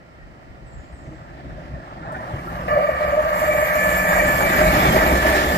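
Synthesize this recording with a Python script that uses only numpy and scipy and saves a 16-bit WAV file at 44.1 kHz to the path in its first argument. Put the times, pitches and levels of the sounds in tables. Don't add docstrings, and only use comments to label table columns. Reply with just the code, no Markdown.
import sys
import numpy as np
from scipy import signal
from scipy.fft import rfft, irfft, next_fast_len
from scipy.io import wavfile
from scipy.ndimage import uniform_filter1d

SR = 44100
rng = np.random.default_rng(int(sys.argv[2]) if len(sys.argv) > 2 else 0)


def dump(signal):
    limited = np.clip(np.atleast_2d(signal).T, -1, 1)
    pcm = np.round(limited * 32767).astype(np.int16)
    wavfile.write(sys.argv[1], SR, pcm)


def to_linear_factor(level_db):
    exponent = np.asarray(level_db, float) / 20
    return 10 ** exponent


N = 245637
T = np.arange(N) / SR
HZ = np.fft.rfftfreq(next_fast_len(N), 1 / SR)

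SPEED_M_S, CLOSEST_M = 50, 6
NOSE_S = 4.76


def evened(x):
    return x / np.sqrt(np.mean(x ** 2) + 1e-20)


def steadied(x, size):
    power = uniform_filter1d(np.atleast_2d(x).mean(0) ** 2, size=size)
    return x / np.sqrt(power + 0.34)


def read(points, hz):
    f, value = np.transpose(points)
    return np.interp(np.log(hz + 1), np.log(f + 1), value)


def columns(rows, t, before=-120):
    s, *values = np.transpose(rows)
    return np.array([np.interp(t, s, v, left=before) for v in values])


def drift(rate_hz, count=24):
    f = np.geomspace(rate_hz / 8, rate_hz, count)[:, None]
    slow = np.sin(2 * np.pi * (f * T[::64] + rng.random((count, 1)))).sum(0)
    return evened(np.interp(T, T[::64], slow))


def modes(rows):
    power = 0
    for hz, width, db in rows:
        power = power + to_linear_factor(db) ** 2 / width / (1 + (2 * (HZ - hz) / width) ** 2) ** 2
    return np.sqrt(power)


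# pitch in Hz, likeness from 0 to 1.
SAME = [(60, 0.9), (270, 1), (450, 0.71), (1100, 0.9), (1700, 0.44), (2200, 0.77), (3300, 0.11),
        (5500, 0.067), (7500, 0.16), (15000, 0.25)]
# pitch in Hz, lead in radians.
LEAD = [(0, 0), (250, .2), (690, 1.1), (1890, 6.2), (3270, 10.6), (4650, 15.5), (6290, 18.85),
        (16000, 18.85)]
# pitch in Hz, difference in dB.
LOUDER_LEFT = [(60, 7), (180, -0.5), (550, 0), (1650, -2), (4970, -2), (15000, -0.5)]


def ports(gain):
    a, b, c, d = rng.standard_normal((4, len(HZ)))
    left, other = a + 1j * b, c + 1j * d
    same, lead = np.clip(read(SAME, HZ), 0, 1), np.interp(HZ, *np.transpose(LEAD))
    right = same * left * np.exp(-1j * lead) + np.sqrt(1 - same ** 2) * other
    summed = np.sqrt((1.52 + same * np.cos(lead)) / 2)
    tilt = to_linear_factor(read(LOUDER_LEFT, HZ) / 2)
    pair = irfft(np.array([left * tilt, right / tilt]) * gain / summed)[:, :N]
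    return pair / np.sqrt(np.mean(pair.mean(0) ** 2))


def bumps(rows):
    s, half = np.transpose(rows)[:2, :, None]
    return np.exp(-((T[::64] - s) / half) ** 2)


def swells(rows, db):
    return np.interp(T, T[::64], to_linear_factor(db) @ bumps(rows))


# middle in seconds, half length in seconds, peak in dB, pitch in Hz.
RINGS = [(3.567, 0.21, -31, 604), (4.27, 0.11, -26.5, 604), (3.9, 0.67, -30, 604), (2.717, 0.03, -55, 1744),
         (2.94, 0.017, -36, 1744), (3.07, 0.014, -33, 1744), (3.586, 0.12, -34.5, 1744),
         (3.837, 0.067, -21, 1744), (4.02, 0.097, -23, 1744), (4.318, 0.11, -24.5, 1744),
         (4.72, 0.06, -28.5, 1744), (5.035, 0.031, -23.5, 1744), (5.277, 0.17, -25, 1744),
         (5.57, 0.06, -32, 1744), (2.688, 0.2, -36.5, 185), (3.5, 0.51, -35, 185), (4.2, 0.33, -27.5, 185),
         (4.734, 0.21, -23.5, 185), (5.16, 0.04, -21.5, 185), (4.745, 0.014, -34, 3480),
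         (4.816, .035, -33, 3480), (4.878, .025, -32, 3480), (5.323, .012, -33, 3480),
         (5.4, 0.046, -40, 3480), (5.495, .03, -37, 3480)]


def rung(hz):
    rows = np.array([row for row in RINGS if abs(np.log(row[3] / hz)) < .3])
    return swells(rows, rows[:, 2])


STEPS_S = [2.12, 2.68, 3.33]
STEP_SPAN_S = [.004, .004, .1]
# middle in seconds, half length in seconds, change in dB, pitch in Hz.
SURGES = [(1.107, 0.04, 8, 350), (2.107, 0.12, 8, 950), (1.6, 0.039, 15, 600), (2.781, 0.059, 8.5, 600),
          (1.92, 0.1, -5, 350), (2.5, .11, 12.5, 12200), (2.25, .15, -2, 9500), (3.7, 0.04, -14, 7200),
          (1.4, 0.42, 1.5, 4000), (3.7, 0.11, -4, 350), (4.45, 0.059, 1, 950), (5.15, 0.075, -3.5, 4000),
          (2.56, 0.092, 3, 950), (5.05, 0.48, -4.5, 7200), (5.2, .4, 0.5, 350), (4.3, 0.2, 1, 350),
          (5.4, 0.05, 4, 4000), (1.86, 0.69, 7.5, 350), (2.65, 0.14, 3.5, 12200), (2.5, 0.12, -4, 600),
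          (3.9, 0.046, 1.5, 600), (3.1, 0.044, 0.5, 600), (4.79, 0.065, -15, 600), (5.1, 0.069, 4, 600),
          (5.27, 0.045, -6, 600), (5.43, 0.031, -30, 600), (2.726, 0.024, 5, 1200), (3.14, 0.14, 5, 7200),
          (4, 0.018, -8, 1830), (3.23, 0.13, -7, 1830), (3.7, 0.068, 6.5, 1830), (4.17, 0.15, 8, 1830),
          (5, 0.065, 9.5, 1830), (4.5, 0.15, -16, 1830), (3.26, 0.19, -7.5, 2280), (3.1, 0.075, 3.5, 2280),
          (5.1, 0.093, 3.5, 2280), (4.8, 0.029, 1, 2280), (4.52, 0.096, 23, 1830)]


def law(full_db, loss_db, fade_db, steps_db=(0, 0, 0), hz=1, spread_db=0, within_m=0):
    t = T[::64]
    ahead_m = SPEED_M_S * np.maximum(NOSE_S - t, 0)
    db = full_db - spread_db * np.log10(np.hypot(ahead_m / CLOSEST_M, 1))
    db -= loss_db * np.maximum(ahead_m - within_m, 0) / 100
    db -= fade_db * np.maximum(t - NOSE_S, 0)
    for held_db, s, span in zip(steps_db, STEPS_S, STEP_SPAN_S):
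        db -= held_db * np.clip((s - t) / span + .5, 0, 1)
    surge_db, surge_hz = np.transpose(SURGES)[2:]
    db += (surge_db * (abs(np.log(surge_hz / hz)) < .1)) @ bumps(SURGES)
    return np.interp(T, t, db)


# pitch in Hz, level in dB per Hz.
YARD = [(150, -30), (250, 1), (302, 5), (444, 3.5), (632, 5), (1160, -13), (1430, 1), (1560, -36),
        (1950, -0.5), (2810, -15), (3170, -14), (3500, -47), (4550, -60), (7700, -120)]
# pitch in Hz, width in Hz, level in dB.
DRONE = [(1878, 73, 0)]
# pitch in Hz, level in dB per Hz.
AIR = [(2500, -30), (3500, -1), (4500, 0), (5400, -1), (6400, -8), (7000, -8), (7800, -5), (8600, -11),
       (9500, -19), (12300, -18), (15700, -18)]


def yard():
    left, right = to_linear_factor(-47.5 - 5.0) * ports(to_linear_factor(read(YARD, HZ))) + to_linear_factor(-65 + 4.2 * drift(15)) * ports(modes(DRONE))
    far = np.array([np.roll(left, 30), right])
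    hiss_db = -70.5 + 1.9 * np.minimum(T, STEPS_S[1])
    return far + to_linear_factor(hiss_db) * ports(to_linear_factor(read(AIR, HZ)))


# middle in seconds, half length in seconds, deep level in dB, thud level in dB.
GUSTS = [(0.24, 0.093, -50, -57), (0.512, 0.033, -41, -51), (0.642, 0.039, -40, -46),
         (0.775, 0.04, -35, -44.5), (0.925, 0.028, -42, -63), (1.102, 0.095, -41, -44),
         (1.323, 0.037, -40, -53), (1.54, 0.11, -34, -38), (1.742, 0.056, -31.5, -38.5),
         (2.09, 0.11, -39, -37.5), (2.356, 0.068, -42, -36.5), (2.603, 0.14, -33.5, -35.5),
         (2.754, 0.05, -38, -34), (2.946, 0.036, -31, -40), (3.075, .04, -27.5, -40),
         (3.24, 0.069, -32.5, -49), (3.548, 0.16, -34, -45), (3.78, 0.021, -33.5, -33),
         (3.942, 0.095, -29.5, -60), (4.184, 0.081, -27.5, -43), (4.344, 0.12, -29, -36),
         (4.683, 0.088, -20, -33), (4.763, 0.023, -46, -23), (4.881, 0.052, -21.5, -20),
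         (5.04, 0.14, -24, -30), (5.147, 0.041, -19.5, -49), (5.3, 0.095, -24.5, -50),
         (5.498, 0.033, -20.5, -36), (5.57, .03, -33, -22)]
# level alongside in dB, spreading in dB per decade of distance,
# loss in dB per 100 m, fade in dB per second after the nose.
LULL_LAW = [(-36, 3.9, 3.7, 0.1), (-32, 2.35, 4.9, 23)]
# time in seconds, level of the differing part in dB.
APART = [(0, -10), (1.2, -9), (2.6, -18.5), (3.8, -31), (5.57, -26)]
# time in seconds, peak in dB, pitch in Hz.
THUMPS = [(0.228, -30, 43.1), (0.497, -23, 59), (0.639, -26, 53.8), (0.798, -26, 64.6), (0.931, -24, 65),
          (1.218, -20.5, 137), (1.734, -26, 51.1), (2.339, -9, 116)]


def buffet():
    apart, out = to_linear_factor(columns(APART, T)[0]), np.zeros((2, N))
    deep = [(47.8, 11, -3), (64.8, 10.4, -1)]  # (Hz, width Hz, dB)
    thud = [(131.0, 81, 8.9), (171.0, 31, 1.1), (230, 190, 0.5)]
    low_cut = HZ ** 2 / (HZ ** 2 + 40 ** 2)
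    for gust_db, (full, spread, loss, fade), shape in zip(np.transpose(GUSTS)[2:], LULL_LAW, [deep, thud]):
        gain = swells(GUSTS, gust_db) + to_linear_factor(law(full, loss, fade, spread_db=spread))
        colour = modes(shape) * low_cut
        a, b = (evened(irfft(rfft(rng.standard_normal(2 * len(HZ) - 2)) * colour)[:N]) for _ in "ab")
        differing = apart * (1.15 * b - 0.24 * evened(np.gradient(a)))
        out += to_linear_factor(-3.0) * gain * (steadied(a, size=2500) + differing * [[1], [-1]])
    for s, db, hz in THUMPS:
        u = (T - s) * hz - .55
        out += to_linear_factor(db - 9.5) * np.cos(2 * np.pi * u - .6) * np.exp(-(u / 0.74) ** 2)
    return out


# time in seconds, pitch in Hz, level in dB.
BIRD = [
    [(.66, 8100, -76), (.675, 7900, -66), (.71, 7200, -69), (.75, 7700, -69), (.79, 7000, -69),
     (.81, 6550, -73), (.84, 7400, -76)],
    [(.91, 8600, -85), (.95, 8000, -68), (.99, 7100, -69), (1.02, 7500, -77), (1.05, 6270, -72),
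     (1.075, 6000, -71)],
    [(.92, 8600, -66), (.95, 8450, -85), (1.03, 8550, -86)],
    [(1.12, 7300, -80), (1.16, 7700, -74), (1.2, 7500, -79)],
]


def bird():
    out = np.zeros(N)
    for rows in BIRD:
        hz, db = columns(rows, T)
        db[T > rows[-1][0]] = -120
        turn = 2 * np.pi * np.cumsum(hz + 150 * drift(600)) / SR
        out += to_linear_factor(db + 2.5 * drift(59.8)) * np.sqrt(2) * np.sin(turn)
    echo = rng.standard_normal(9000) * to_linear_factor(-60 * T[:9000] / .9)
    return out + to_linear_factor(2.5) * signal.oaconvolve(out, echo / np.linalg.norm(echo))[:N]


ROLL_HZ = [350, 950, 4000, 9500]
# pitch in Hz, level in dB per Hz.
ROLL_COLOUR = [(88, -8.5), (150, -3), (359, -2.5), (445, -11.5), (607, 3.5), (1020, -5), (1240, -3),
               (1480, -6.5), (1760, 0.5), (2180, -9.5), (2700, -16), (3300, -19.5), (4600, -23),
               (7860, -30.5), (8660, -32.5), (13000, -36), (15500, -39)]
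# level alongside in dB, spreading in dB per decade of distance, loss in dB per 100 m,
# fade in dB per second after the nose.
ROLL_LAW = [
    (-33, 9.5, 6, 0.3),
    (-36, 0, 10, 4.5),
    (-39, 5.5, 12.5, 0.8),
    (-40.5, 2.5, 6.5, -2),
]
# dB held back by the first, second and third step.
ROLL_STEPS = [(1.5, 0.1, 0.092), (4.3, 5.6, 0.092), (0.59, 1.25, 0.1), (11.4, 3.1, 9.6)]


def rolling():
    hz, t, z = signal.stft(ports(to_linear_factor(read(ROLL_COLOUR, HZ))), SR, nperseg=512, noverlap=384)
    regions_db = []
    for (full, spread, loss, fade), held, f, boost in zip(ROLL_LAW, ROLL_STEPS, ROLL_HZ, [15, 14, 20, 24]):
        regions_db.append(np.interp(t, T, law(full, loss, fade, held, f, spread)) + boost)
    shares = np.array([read(list(zip(ROLL_HZ, row)), hz) for row in np.eye(4)])
    patches = rng.standard_normal((len(t), len(hz))).T
    patches = evened(uniform_filter1d(uniform_filter1d(patches, size=8, axis=0), size=24, axis=1))
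    jolts = rng.standard_normal(len(t))
    flicker, rattle = evened(uniform_filter1d(jolts, size=20)), evened(uniform_filter1d(jolts, size=5))
    near_side = 7.0 * np.exp(-((hz[:, None] - 420) / 55) ** 2) * (t > NOSE_S)
    field_db = shares.T @ np.array(regions_db) + near_side
    field_db = field_db + 1.72 * patches + 0.22 * flicker + 1.1 * rattle
    return signal.istft(z * to_linear_factor(field_db), SR, nperseg=512, noverlap=384)[1][:, :N]


# middle in seconds, half length in seconds, peak in dB, pitch in Hz.
FLUTTER = [(1.086, .036, -35, 141), (1.131, .031, -42, 311), (1.736, .013, -29, 131),
           (2.071, .009, -49, 2571), (5.21, .015, -33, 2850), (2.291, .005, -32, 1400),
           (4.411, .0015, -13, 1551), (4.538, .003, -17, 1501), (2.789, .007, -14, 601),
           (2.701, .021, -29.5, 1745), (2.761, .024, -28.5, 1745), (2.151, .005, -32, 1800)]
RATTLE = [(1.124, 0.0095, -43, 614.0), (1.586, 0.009, -39, 662), (1.677, 0.0088, -42, 583),
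          (1.737, 0.0092, -36, 607), (1.748, 0.012, -40, 1093.0), (1.753, 0.017, -44, 1814.0),
          (1.771, 0.016, -34, 599), (2.036, 0.0083, -33.5, 1410), (2.046, 0.013, -40, 599),
          (2.055, 0.0066, -32, 795), (2.075, 0.013, -42, 626), (2.11, 0.012, -30, 1034.0),
          (2.112, 0.009, -30, 1330.0), (2.128, 0.0099, -26, 631), (2.153, 0.011, -28, 1486.0),
          (2.172, 0.0097, -28, 756), (2.166, 0.012, -45, 2374.0), (2.188, 0.017, -42, 1810),
          (2.195, 0.014, -34, 1000), (2.236, 0.015, -34, 604), (2.25, 0.009, -35, 1001.0),
          (2.309, 0.006, -28, 866), (2.325, 0.011, -38, 600), (2.35, 0.025, -48, 2885.0),
          (2.368, 0.009, -34, 1013), (2.393, 0.011, -42, 2290), (2.486, 0.018, -29.5, 1357.0),
          (2.563, 0.015, -35, 618), (2.575, 0.0096, -37, 1620), (2.598, 0.018, -31, 554.0),
          (2.617, 0.012, -30.7, 1230), (2.628, 0.03, -36, 557)]
BEATS = [(2.734, 0.023, -11.5, 605.2), (2.746, 0.036, -20, 619.0), (2.772, 0.011, -5.5, 574),
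         (2.806, 0.0074, -11, 646.0), (2.835, 0.0066, -9.5, 584), (2.853, 0.01, -16.5, 617),
         (2.894, 0.0053, -3.5, 610), (3.022, 0.02, -14.5, 593.3), (3.041, 0.021, -14, 600),
         (3.085, 0.011, -11.5, 596), (3.14, 0.016, -10, 581.0), (3.189, 0.022, -7, 612.4),
         (3.271, 0.022, -14, 638), (3.332, 0.021, -18.5, 585), (3.439, 0.029, -13.5, 627),
         (3.494, 0.022, -12, 614), (3.556, 0.0098, -7.5, 608.0), (3.593, 0.0055, -13.5, 596.5),
         (3.632, 0.0085, -14, 619.4), (3.69, 0.038, -22, 606), (3.715, 0.015, -32, 596),
         (3.735, 0.02, -30, 619.0), (3.764, 0.014, -15, 626), (3.824, 0.0071, -15, 550),
         (3.854, 0.032, -18, 613), (3.938, 0.006, -14, 622), (4.059, 0.011, -11.5, 614.0),
         (4.125, 0.022, -20, 587.0), (4.144, 0.028, -25, 621.5), (4.235, 0.016, -14.5, 603.0),
         (4.305, 0.018, -19, 600.3), (4.353, 0.021, -13, 602), (4.457, 0.018, -14, 588),
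         (4.474, 0.015, -12, 653), (4.574, 0.017, -13, 592.0), (4.626, 0.031, -12.5, 612),
         (4.654, 0.02, -14, 617), (4.692, 0.025, -12.5, 629), (4.709, 0.023, -15, 591),
         (4.73, 0.013, -22, 640), (4.832, 0.0091, -24, 615), (4.885, 0.01, -18, 624.0),
         (4.961, 0.01, -12, 619.0), (5.255, 0.009, -8.5, 624.0), (5.308, 0.02, -15, 640),
         (5.332, 0.019, -18, 603.5)]
UPPER_BEATS = [(3.52, 0.024, -24.5, 2315), (3.81, 0.025, -22, 2342.0), (4.69, 0.038, -22, 2225),
               (3.993, 0.018, -24, 2320), (4.114, 0.018, -25, 2316), (4.135, 0.005, -10.5, 1650.0),
               (4.2, 0.0068, -13, 1870), (4.206, 0.011, -13.5, 2320.0), (4.401, 0.094, -31, 2323),
               (4.435, 0.042, -22.5, 2312), (4.482, 0.04, -23, 2331.0), (4.867, 0.015, -19.5, 2266.0),
               (4.984, 0.006, -21, 2010), (4.925, .015, -26, 3160)]


def bursts():
    out = np.zeros((2, N))
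    for rows, trim_db, sag in ((BEATS, -4.5, 0), (UPPER_BEATS, -2.5, 0), (RATTLE, -.5, 7.7), (FLUTTER, -.1, 0)):
        for s, half, db, hz in rows:
            near = slice(round((s - 3 * half) * SR), round((s + 3 * half) * SR))
            t = T[near] - s
            turn = 2 * np.pi * hz * (T[near] - sag * (hz < 900) * t ** 2 / 2)
            lead = np.interp(hz, *np.transpose(LEAD))
            out[:, near] += to_linear_factor(db + trim_db) * np.exp(-(t / half) ** 2) * np.sin([turn, turn - lead])
    return out * to_linear_factor([[-.3], [.3]]) * to_linear_factor(1.03 * drift(250))


# start in seconds, peak in
# dB, ring in Hz.
KNOCKS = [(1.306, -36, 600), (2.029, -35, 577), (2.059, -34, 720), (2.124, -38, 620), (2.149, -30, 1500),
          (2.168, -32, 686), (2.305, -33, 720), (2.389, -31, 658), (2.575, -31, 640), (2.678, -14, 600),
          (2.831, -16, 598), (2.891, -28, 603), (4.852, -9, 800), (4.977, -12, 2050)]


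def knocks():
    out, t = np.zeros(N), T[:3000]
    crack_band = signal.butter(3, [800, 2100], "bandpass", fs=SR, output="sos")
    for (s, db, hz), burst in zip(KNOCKS, rng.standard_normal((len(KNOCKS), 3000))):
        peak = signal.iirpeak(hz, 3.5, SR)
        ring = signal.lfilter(*peak, signal.lfilter(*peak, burst))
        tone = np.sin(2 * np.pi * hz * t) + .3 * evened(ring)
        crack = evened(signal.sosfilt(crack_band, burst))
        at = round(s * SR)
        out[at:at + 3000] += to_linear_factor(db - 9 - 60 * t / .06) * crack * np.minimum(t / .002, 1)
        out[at:at + 3000] += to_linear_factor(db - 2 - 60 * t / .08) * tone * np.minimum(t / .004, 1)
    return np.array([out, np.roll(out, 22)])


# pitch in Hz, width in Hz, level in dB.
BANDS = [
    [(610, 90, 0), (530, 50, -6), (690, 70, -5), (490, 20, -15)],
    [(1181, 18, -3), (1205, 130, 0), (1125, 50, -7), (2850, 100, -19), (4570, 320, -26)],
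    [(1933, 25, -8), (1830, 160, 0), (1600, 70, -6), (1950, 150, -4)],
    [(2186, 10, -5), (2322, 14, -4), (2349, 16, -8), (2280, 220, 0), (2850, 120, -24)],
]
COMB_HZ = [578.8, 575.5]
COMB_WIDTH_HZ = [100, 200]
# multiple of the spacing, level in dB.
COMB = [
    [(6, -13), (8, -13), (11, -9), (12, 0), (13, 1), (15, -6), (16, -9), (17, -8), (18, -9)],
    [(19, -13), (20, 0), (21, 1), (22, 0), (23, -1), (24, -5), (25, -10), (26, -13)],
]
# pitch in Hz, width in Hz, level in dB.
SHEEN_BED = [(7300, 700, -2), (12600, 1500, 4)]
# pitch in Hz, width in Hz, level in dB.
HUM_MODE = [(181.5, 15.3, 0)]
SQUEAL_MODES = [(3480, 220, 2)]
RAIL_HZ = [600, 1200, 1830, 2280, 7200, 12200]
# full level in dB, full within metres, loss in dB per 100 m beyond,
# fade in dB per second after the nose.
RAIL_LAW = [
    (-23, 99, 25, 3.5),
    (-29.5, 105, 51, 9),
    (-26, 81, 20, 6.5),
    (-24, 37, 8.5, 11),
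    (-39, 42.5, 32, 7),
    (-36.5, 39, 21, 7),
]
# dB held back by the first, second and third step.
RAIL_STEPS = [(4, 10.3, 0.085), (6, 8.9, 0.1), (3, 39, 0.1), (6, 26, 3.8), (25, 7.4, 9.4), (30, 11, 9.8)]


def rails():
    levels = []
    for (full, within_m, loss, fade), held, hz in zip(RAIL_LAW, RAIL_STEPS, RAIL_HZ):
        levels.append(law(full, loss, fade, held, hz, within_m=within_m))
    song = np.zeros((2, N))
    for db, band in zip(levels, BANDS):
        song += to_linear_factor(db - 5.5) * steadied(ports(modes(band)), size=2000)
    for mode in (HUM_MODE, SQUEAL_MODES):
        song += to_linear_factor(-3.5) * rung(mode[0][0]) * steadied(ports(modes(mode)), size=5000)
    for db, group, hz, width, bed in zip(levels[4:], COMB, COMB_HZ, COMB_WIDTH_HZ, SHEEN_BED):
        teeth = [(k * hz, width, d) for k, d in group]
        song += to_linear_factor(db - 1.2 + 1.6 * drift(30)) * ports(modes(teeth + [bed]))
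    return song


# start in seconds, level in dB, pitch in Hz, seconds to die by 60 dB.
SPARK = [
    (2.12, -55, 8200, .11),
]


def spark():
    out = np.zeros((2, N))
    for s, db, hz, t60 in SPARK:
        fizz_db = np.where(T > s, db - 60 * (T - s) / t60, -140)
        out += to_linear_factor(fizz_db) * ports(modes([(hz, 1500, 0), (12000, 6000, -8)]))
    return out


# pitch in Hz, waver in Hz, and level between rings in dB.
WHINE_HZ = [604.0, 1744.0]
WAVER_HZ = [3.0, 3.5]
WHINE_REST_DB = [-39.5, -42]


def whine():
    out = np.zeros((2, N))
    for hz, waver_hz, rest_db in zip(WHINE_HZ, WAVER_HZ, WHINE_REST_DB):
        turn = 2 * np.pi * np.cumsum(hz + waver_hz * drift(18)) / SR
        lead = np.interp(hz, *np.transpose(LEAD))
        gain = (rung(hz) + to_linear_factor(rest_db)) * (T > STEPS_S[1]) * to_linear_factor(1.0 + 1.6 * drift(30))
        out += gain * np.sin([turn, turn - lead]) / np.cos(lead / 2)
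    return out


# pitch in Hz, chance per frame.
STARVED = [(3000, 0), (6000, .004), (8000, .045), (9500, .04), (11300, .07), (12500, .02), (14000, .06),
           (14900, .15), (15500, .45)]
# pitch in Hz, chance per frame.
SLITS = [(3200, 0), (3900, .09), (4700, .02), (5400, .1), (6000, .1), (6600, 0)]
# from and until, in seconds.
SLITS_S = (3.25, 4.2)
# time in seconds, share of bands kept.
WIDE = [(0, 0), (2.68, 0), (2.7, .1), (3.2, .12), (3.4, .4), (5.57, .45)]


def thin_treble(x, busy_s=2.7, band_hz=520):
    hz, t, (mid, side) = signal.stft([x[0] + x[1], x[0] - x[1]], SR, nperseg=512, noverlap=384)
    band, frame = (hz // band_hz).astype(int), ((t * SR + 697) // 1024).astype(int)
    luck, width_luck, flicker = rng.random((frame[-1] + 1, band[-1] + 1, 3)).T
    luck[:, 1:] = np.minimum(luck[:, 1:], luck[:, :-1])
    treble, late = hz[:, None], t > busy_s
    busy = (t > 3.05) | ((t > 2.2) & (treble > 14500))
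    lost = luck[band][:, frame] < read(STARVED, (band + .5) * band_hz)[:, None]
    kept = np.where(busy & lost, .01, 1)
    kept *= to_linear_factor(4.5 * (flicker[band][:, frame] - .5) * (late & (treble > 5000)))
    pairs = 2 * (np.arange(len(hz)) // 2)
    slit = rng.random((frame[-1] + 1, len(hz))).T[pairs][:, frame // 3]
    kept *= np.where((slit < read(SLITS, hz)[:, None]) & (t > SLITS_S[0]) & (t < SLITS_S[1]), .05, 1)
    wide = width_luck[band][:, frame // 2] < columns(WIDE, t)
    mono = (treble > np.where(late, 7000, 8300)) & ~wide
    mid, side = signal.istft([mid * kept, side * ~mono], SR, nperseg=512, noverlap=384)[1][:, :N]
    return np.array([mid + side, mid - side]) / 2


def scene():
    before = yard() + buffet() + bird()
    train = rolling() + bursts() + knocks() + rails() + spark() + whine()
    return before + train


def top_cut(x):
    return signal.sosfilt(signal.butter(12, 15650, fs=SR, output="sos"), x)


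def record(dry):
    mix = thin_treble(dry)
    return top_cut(mix)


dry = scene()
out = record(dry)
dump(out)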